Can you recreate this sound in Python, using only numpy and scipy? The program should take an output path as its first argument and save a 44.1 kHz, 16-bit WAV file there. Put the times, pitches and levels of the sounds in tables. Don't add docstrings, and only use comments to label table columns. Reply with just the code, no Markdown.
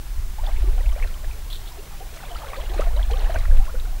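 import sys
import numpy as np
from scipy import signal
from scipy.fft import rfft, irfft
from scipy.io import wavfile
from scipy.ndimage import uniform_filter1d

SR = 44100
rng = np.random.default_rng(int(sys.argv[2]) if len(sys.argv) > 2 else 0)


def transcribe(signal):
    frames = np.atleast_2d(signal).T
    limited = np.clip(frames, -1, 1)
    pcm = np.round(limited * 32767).astype(np.int16)
    wavfile.write(sys.argv[1], SR, pcm)


def natural_amplitude(level_db):
    exponent = np.asarray(level_db, float) / 20
    return 10 ** exponent


N = 176400


def rms_one(x):
    return x / np.sqrt(np.mean(x ** 2) + 1e-20)


def in_time(rows):
    return np.interp(np.arange(N) / SR, *np.transpose(rows))


def drift(rate_hz):
    step = 40
    pole = np.exp(-2 * np.pi * rate_hz * step / SR)
    noise = rng.standard_normal(N // step + 2002)
    slow = signal.lfilter([1], [1, -2 * pole, pole ** 2], noise)[2000:]
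    return np.interp(np.arange(N) / step, np.arange(len(slow)), rms_one(slow))


def tint(x, *spectra):
    log_hz = np.log(np.arange(N // 2 + 1) * SR / N + 1)
    db = 0
    for points in spectra:
        hz, level_db = np.transpose(points)
        db = db + np.interp(log_hz, np.log(hz), level_db)
    return irfft(rfft(x) * natural_amplitude(db), N)


def band(x, hz, width_hz):
    edges_hz = [hz - width_hz / 2, hz + width_hz / 2]
    return signal.sosfilt(signal.butter(2, edges_hz, "band", fs=SR, output="sos"), x)


def bursts(rows):
    t = np.arange(N) / SR
    return sum(natural_amplitude(db - 60 * np.clip(t - s, 0, 2) / t60_s) * (t > s) for s, db, t60_s in rows)


# (frequency [Hz], level [dB per Hz])
AIR = [(59, -20), (100, 0.5), (264, -16), (370, -12.5), (477, -21), (1060, -18), (2320, -21),
       (13100, -25.5), (15500, -24.5)]
# (frequency [Hz], side over mid [dB])
AIR_SIDE = [(120, -37), (250, -17), (700, -14.5), (4000, -15), (8000, -11), (15000, -9.5)]
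# (frequency [Hz], level [dB])
WHINE = [(15575, -71), (15625, -63), (15675, -65)]
AIR_DB, WHINE_TRIM_DB = -44, 2


def air():
    mid, side = rng.standard_normal((2, N))
    mid, side = tint(mid, AIR), tint(side, AIR, AIR_SIDE)
    t = np.arange(N) / SR
    whine = sum(natural_amplitude(db + WHINE_TRIM_DB) * np.sin(2 * np.pi * hz * t) for hz, db in WHINE)
    return natural_amplitude(AIR_DB) / mid.std() * (mid + side * [[1], [-1]]) + whine


# (time [s], level [dB])
GUST = [(0, -27), (.07, -34.5), (.17, -19), (.36, -26), (.6, -16.5), (1.04, -18), (1.15, -25.5),
        (1.45, -25.5), (1.7, -32), (2.1, -32.5), (2.55, -31), (2.8, -19), (3.0, -13.5), (3.25, -18),
        (3.56, -9), (3.68, -21.5), (3.95, -17.5), (4, -28)]
# (frequency [Hz], level [dB per Hz])
WIND = [(7.1, -18), (12, -4.5), (27, -0.5), (41, -4.5), (61, -11.5), (151, -44.5), (260, -59), (340, -82),
        (570, -120)]
WIND_SIDE_DB, WIND_SIDE_STEEP, WIND_LUMP_DB = -37, 1, 1.5
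THUMP_S, THUMP_DB, THUMP_WIDTH_S = 3.594, 3, 0.014
BREEZE_HZ, BREEZE_FOLLOWS = 58, 0.98


def wind():
    trim = [(8, -3), (14, -0.5), (260, -4.0), (500, -32)]
    mid, side = tint(rng.standard_normal((2, N)), WIND, trim)
    mid, side = mid / mid.std(), side / mid.std()
    gust_db = in_time(GUST) + WIND_LUMP_DB * drift(12.4)
    below_peak_db = gust_db - gust_db.max()

    swell = uniform_filter1d(uniform_filter1d(mid ** 2, size=4000), size=4000)
    high_pass = signal.butter(2, BREEZE_HZ, "high", fs=SR, output="sos")
    upper = signal.sosfiltfilt(high_pass, mid)
    lower = (mid - upper) / np.sqrt(.5 * swell + .5)
    mid = lower + upper * natural_amplitude((BREEZE_FOLLOWS - 1) * (below_peak_db + 3.0))

    side_db = WIND_SIDE_DB + WIND_SIDE_STEEP * (below_peak_db + 8.5)
    side = tint(side, [(30, -7), (200, 25.5)]) * natural_amplitude(side_db)

    thump = natural_amplitude(THUMP_DB) * np.exp(-np.abs(np.arange(N) / SR - THUMP_S) / THUMP_WIDTH_S)
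    thump = tint(thump, [(4, -16), (20, 4), (300, 7.0), (550, 14)])
    both = natural_amplitude(gust_db) * (mid + side * [[1], [-1]]) - thump
    return .95 * np.tanh(both / .95)


# (time [s], level [dB])
STIR = [(0, -54), (.36, -55.5), (.47, -44.5), (.7, -49.5), (.82, -46), (1.04, -47), (1.15, -50),
        (1.5, -53.5), (2.1, -50.5), (2.25, -46), (2.53, -42.5), (2.68, -47), (2.81, -39.5), (2.92, -46.5),
        (3.12, -44.5), (3.36, -41.5), (3.5, -47), (4, -53)]
# (frequency [Hz], level [dB per Hz])
WASH = [(250, -5), (650, -4.5), (1300, -8), (4000, -6.5), (9000, -62)]
WASH_DB = -6.5


def wash():
    noise = rng.standard_normal(N) * natural_amplitude(4.1 * drift(26) + 0.79 * drift(12))
    return natural_amplitude(in_time(STIR) + WASH_DB) * rms_one(tint(noise, WASH))


# (time [s], level [dB], t60 [s])
RUBS = [
    (1.502, -39, .3),
    (1.527, -44, .25),
    (1.655, -46, .06),
    (1.673, -47, .2),
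]
RUB_HZ, RUB_WIDTH_HZ, RUBS_PER_S = 3700, 1100, 2600


def strap_rub():
    slips = (rng.random(N) < RUBS_PER_S / SR) * rng.standard_normal(N) * natural_amplitude(1.4 * drift(54))
    return rms_one(band(slips, RUB_HZ, RUB_WIDTH_HZ) + 0.13 * slips) * bursts(RUBS)


# (time [s], level [dB], t60 [s])
SPRAY = [
    (.464, -47, .04),
    (1.025, -48, .06),
    (2.14, -46, .4),
    (2.738, -45, .14),
    (2.808, -46, .2),
    (3.108, -47, .1),
    (3.34, -51, .1),
    (3.387, -41, .04),
    (3.654, -40, .04),
]
SPRAY_HZ, SPRAY_WIDTH_HZ = 4660, 6300


def spray():
    grain = rng.standard_normal(N) * natural_amplitude(3 * drift(200))
    return rms_one(band(grain, SPRAY_HZ, SPRAY_WIDTH_HZ)) * bursts(SPRAY)


FROTH_DB = -11


def froth(water):
    shake = signal.lfilter(*signal.butter(2, 400, fs=SR), rng.standard_normal(N))
    return natural_amplitude(FROTH_DB) * np.roll(water, 220) * rms_one(shake)


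WOBBLE, ATTACK_CYCLES = .5, .45


def add_pocket(out, s, db, hz, fade_s, rise_oct):
    t = np.arange(int(2 * fade_s * SR)) / SR
    pitch_hz = np.minimum(hz * 2 ** (rise_oct * t / fade_s), .4 * SR)
    flutter_in = np.minimum(2 * t / fade_s, 1)
    flutter = 1 + WOBBLE * np.sin(2 * np.pi * (hz * t / 11 + s * hz)) * flutter_in
    decay = natural_amplitude(db - 20 * (t / fade_s) ** 1.6)
    attack = 1 - np.exp(-t * hz / ATTACK_CYCLES)
    wave = np.sin(2 * np.pi * np.cumsum(pitch_hz) / SR) * decay * attack * flutter
    i = int(s * SR)
    out[i:i + len(t)] += wave[:N - i]


def swarm(per_s, db, hz, spread_oct, fade_s, rise_oct):
    out, stir_db = np.zeros(N), in_time(STIR)
    s, keep, size, long, climb, u, v = rng.random((2500, 7)).T
    s = s * (N - 1) / SR
    here_db = stir_db[(s * SR).astype(int)]
    normal = np.sqrt(-2 * np.log(u)) * np.cos(2 * np.pi * v)
    scale = 2 ** (spread_oct * np.clip(normal, -1.8, 1.8))
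    level_db = here_db + db - 3.23 * np.log(size + 0.058)
    fades_s = fade_s * (0.45 + 1.71 * long ** 2) / scale
    rises_oct = rise_oct * (2.57 * climb - .6)
    chance = per_s * N / SR / len(s) * natural_amplitude(.4 * (here_db - stir_db.max()))
    for k in np.flatnonzero(keep < chance):
        add_pocket(out, s[k], level_db[k], hz * scale[k], fades_s[k], rises_oct[k])
    return out


# (time [s], peak [dB], pitch [Hz], 20 dB fade [s], rise [octaves])
PLOPS = [(.384, -32, 800, .045, .6), (.435, -35, 720, .025, .1), (.471, -29, 830, .04, -.15),
         (.48, -34, 580, .06, .6), (.582, -36, 400, .015, .1), (.639, -30, 340, .025, .3),
         (.673, -30, 350, .035, .3), (.778, -30, 700, .03, .3), (.804, -33, 500, .015, .1),
         (.961, -28, 560, .02, .15), (.975, -35, 680, .04, .3), (1.0252, -25, 1700, .0035, .7),
         (1.034, -30, 2500, .009, .15), (1.046, -31, 650, .008, .1), (1.23, -40, 620, .04, .1),
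         (1.532, -38, 1200, .008, .3), (1.717, -39, 1000, .014, .02), (1.771, -39, 690, .015, .1),
         (1.781, -36, 380, .035, .2), (2.005, -33, 730, .035, .2),
         (2.227, -33, 850, .035, -.4), (2.307, -34, 720, .07, -.15), (2.434, -30, 850, .025, .1),
             (2.498, -31, 560, .015, -.1), (2.569, -30, 500, .07, .6), (2.696, -34, 350, .045, .05),
             (2.742, -27, 740, .025, .3), (2.762, -27, 330, .03, .1), (2.7935, -11, 430, .014, 1.1),
             (2.806, -27, 1120, .018, .2), (2.866, -28, 650, .035, .2), (2.962, -29, 540, .06, .7),
             (2.968, -33, 950, .025, .15), (3.1, -26, 780, .03, .05), (3.114, -25, 430, .055, .45),
             (3.155, -33, 760, .05, .15), (3.226, -29, 640, .025, .1), (3.295, -22, 640, .02, .1),
             (3.346, -23, 660, .035, -.1), (3.519, -33, 520, .065, .02), (3.599, -33, 750, .045, .2),
             (3.665, -29, 1150, .005, .6), (3.679, -34, 1000, .045, .8), (3.741, -31, 490, .04, .1),
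             (3.752, -37, 1400, .02, .15), (3.853, -38, 1400, .012, .1), (3.87, -37, 720, .03, .02),
             (3.925, -39, 720, .03, .2)]
# (time [s], peak [dB], pitch [Hz])
DROPS = [(0.4623, -37.5, 4500), (0.4655, -27, 3410), (0.5636, -36, 2170), (0.7964, -39, 2380),
         (0.8079, -37, 1880), (0.8601, -33.5, 2540), (0.9193, -38, 2960), (0.9288, -41.5, 5900),
         (0.9985, -35.5, 1980), (1.0252, -25, 2170), (1.0403, -31, 1800), (1.0744, -36, 3940),
         (1.1414, -38, 3010), (1.244, -35.5, 1726), (1.311, -37.5, 2430), (1.7216, -41, 5080),
         (2.1737, -40, 2190), (2.1881, -39, 1970), (2.2326, -39, 2500), (2.236, -35, 1420),
         (2.253, -39, 3420), (2.3144, -35, 3030), (2.3493, -37, 2930), (2.3578, -32.5, 1277),
         (2.367, -35.5, 4560), (2.417, -32, 1160), (2.4447, -32, 1250), (2.471, -40, 2070),
         (2.487, -41, 1530), (2.5024, -36, 2200), (2.5333, -24, 1105), (2.5431, -38, 3470),
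         (2.5434, -31, 1960), (2.5602, -38, 1830), (2.565, -41, 4220), (2.57, -34.5, 3440),
         (2.578, -43, 4390),
         (2.6004, -42, 2020), (2.615, -35.5, 3010), (2.6586, -38, 2840), (2.6963, -38.5, 3190),
             (2.697, -40, 3960), (2.7367, -40.5, 4090), (2.7432, -40, 6630), (2.776, -41, 3790),
             (2.7785, -35, 1770), (2.789, -36, 1210), (2.81, -34, 2070), (2.8106, -47, 5990),
             (2.8188, -25, 1250), (2.8182, -41, 2630), (2.838, -41, 2070), (2.9646, -35, 3830),
             (2.975, -36, 2970), (2.9939, -32.5, 1590), (3.015, -38, 1940), (3.0293, -29.5, 3270),
             (3.0504, -39, 1680), (3.1086, -32, 2370), (3.1139, -33, 3190), (3.1147, -34, 4050),
             (3.1334, -33.5, 3010), (3.1386, -33, 1120), (3.1579, -40, 3960), (3.1587, -39, 2410),
             (3.1708, -39, 3060), (3.1708, -36, 3490), (3.183, -40, 5900), (3.194, -38, 4180),
             (3.2076, -37, 2800), (3.23, -40, 2410), (3.2341, -42, 1980), (3.2591, -31.5, 1680),
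             (3.2692, -39, 1850), (3.3025, -36, 1590), (3.307, -42, 4220), (3.317, -40, 2150),
             (3.3182, -38, 1720), (3.3198, -40, 3960), (3.344, -34, 2800), (3.344, -39, 5990),
             (3.3589, -32, 2280), (3.3588, -24.5, 1510), (3.3707, -42, 4260), (3.3749, -34, 2330),
             (3.3863, -39, 4870), (3.3893, -36, 1120), (3.3901, -36, 3700), (3.391, -42, 5340),
             (3.3905, -49, 6500), (3.4048, -35.5, 1980), (3.4512, -31.5, 1340), (3.4545, -31, 1850),
             (3.513, -35.5, 1590), (3.6952, -36, 1340), (3.799, -34, 3700)]
ROUGH_DB, PLOP_TRIM_DB, DROP_TRIM_DB = 2.5, -2.5, 3.5
DROP_CYCLES, DROP_RISE_OCT, DROP_RING_S = 8, .1, .003


def pockets():
    out = np.zeros(N)
    for row in PLOPS:
        add_pocket(out, *row)
    for s, db, hz in DROPS:
        add_pocket(out, s, db + DROP_TRIM_DB, hz, DROP_CYCLES / hz + DROP_RING_S, DROP_RISE_OCT)
    return out * natural_amplitude(PLOP_TRIM_DB + ROUGH_DB * np.tanh(drift(90)))


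def scene():
    gurgles = swarm(per_s=300, db=-1.5, hz=685, spread_oct=.4, fade_s=0.019, rise_oct=0.299)
    ticks = swarm(per_s=400, db=-3, hz=1900, spread_oct=.6, fade_s=0.008, rise_oct=0.26)
    water = wash() + strap_rub() + spray() + gurgles + ticks + pockets()
    return air() + wind() + water + froth(water)


def band_limit(x):
    return signal.sosfilt(signal.butter(12, 15730, fs=SR, output="sos"), x)


def record(dry):
    low_pass = signal.ellip(12, .5, 70, 15730, fs=SR, output="sos")
    mix = signal.sosfilt(low_pass, dry)
    return band_limit(mix)


dry = scene()
out = record(dry)
transcribe(out)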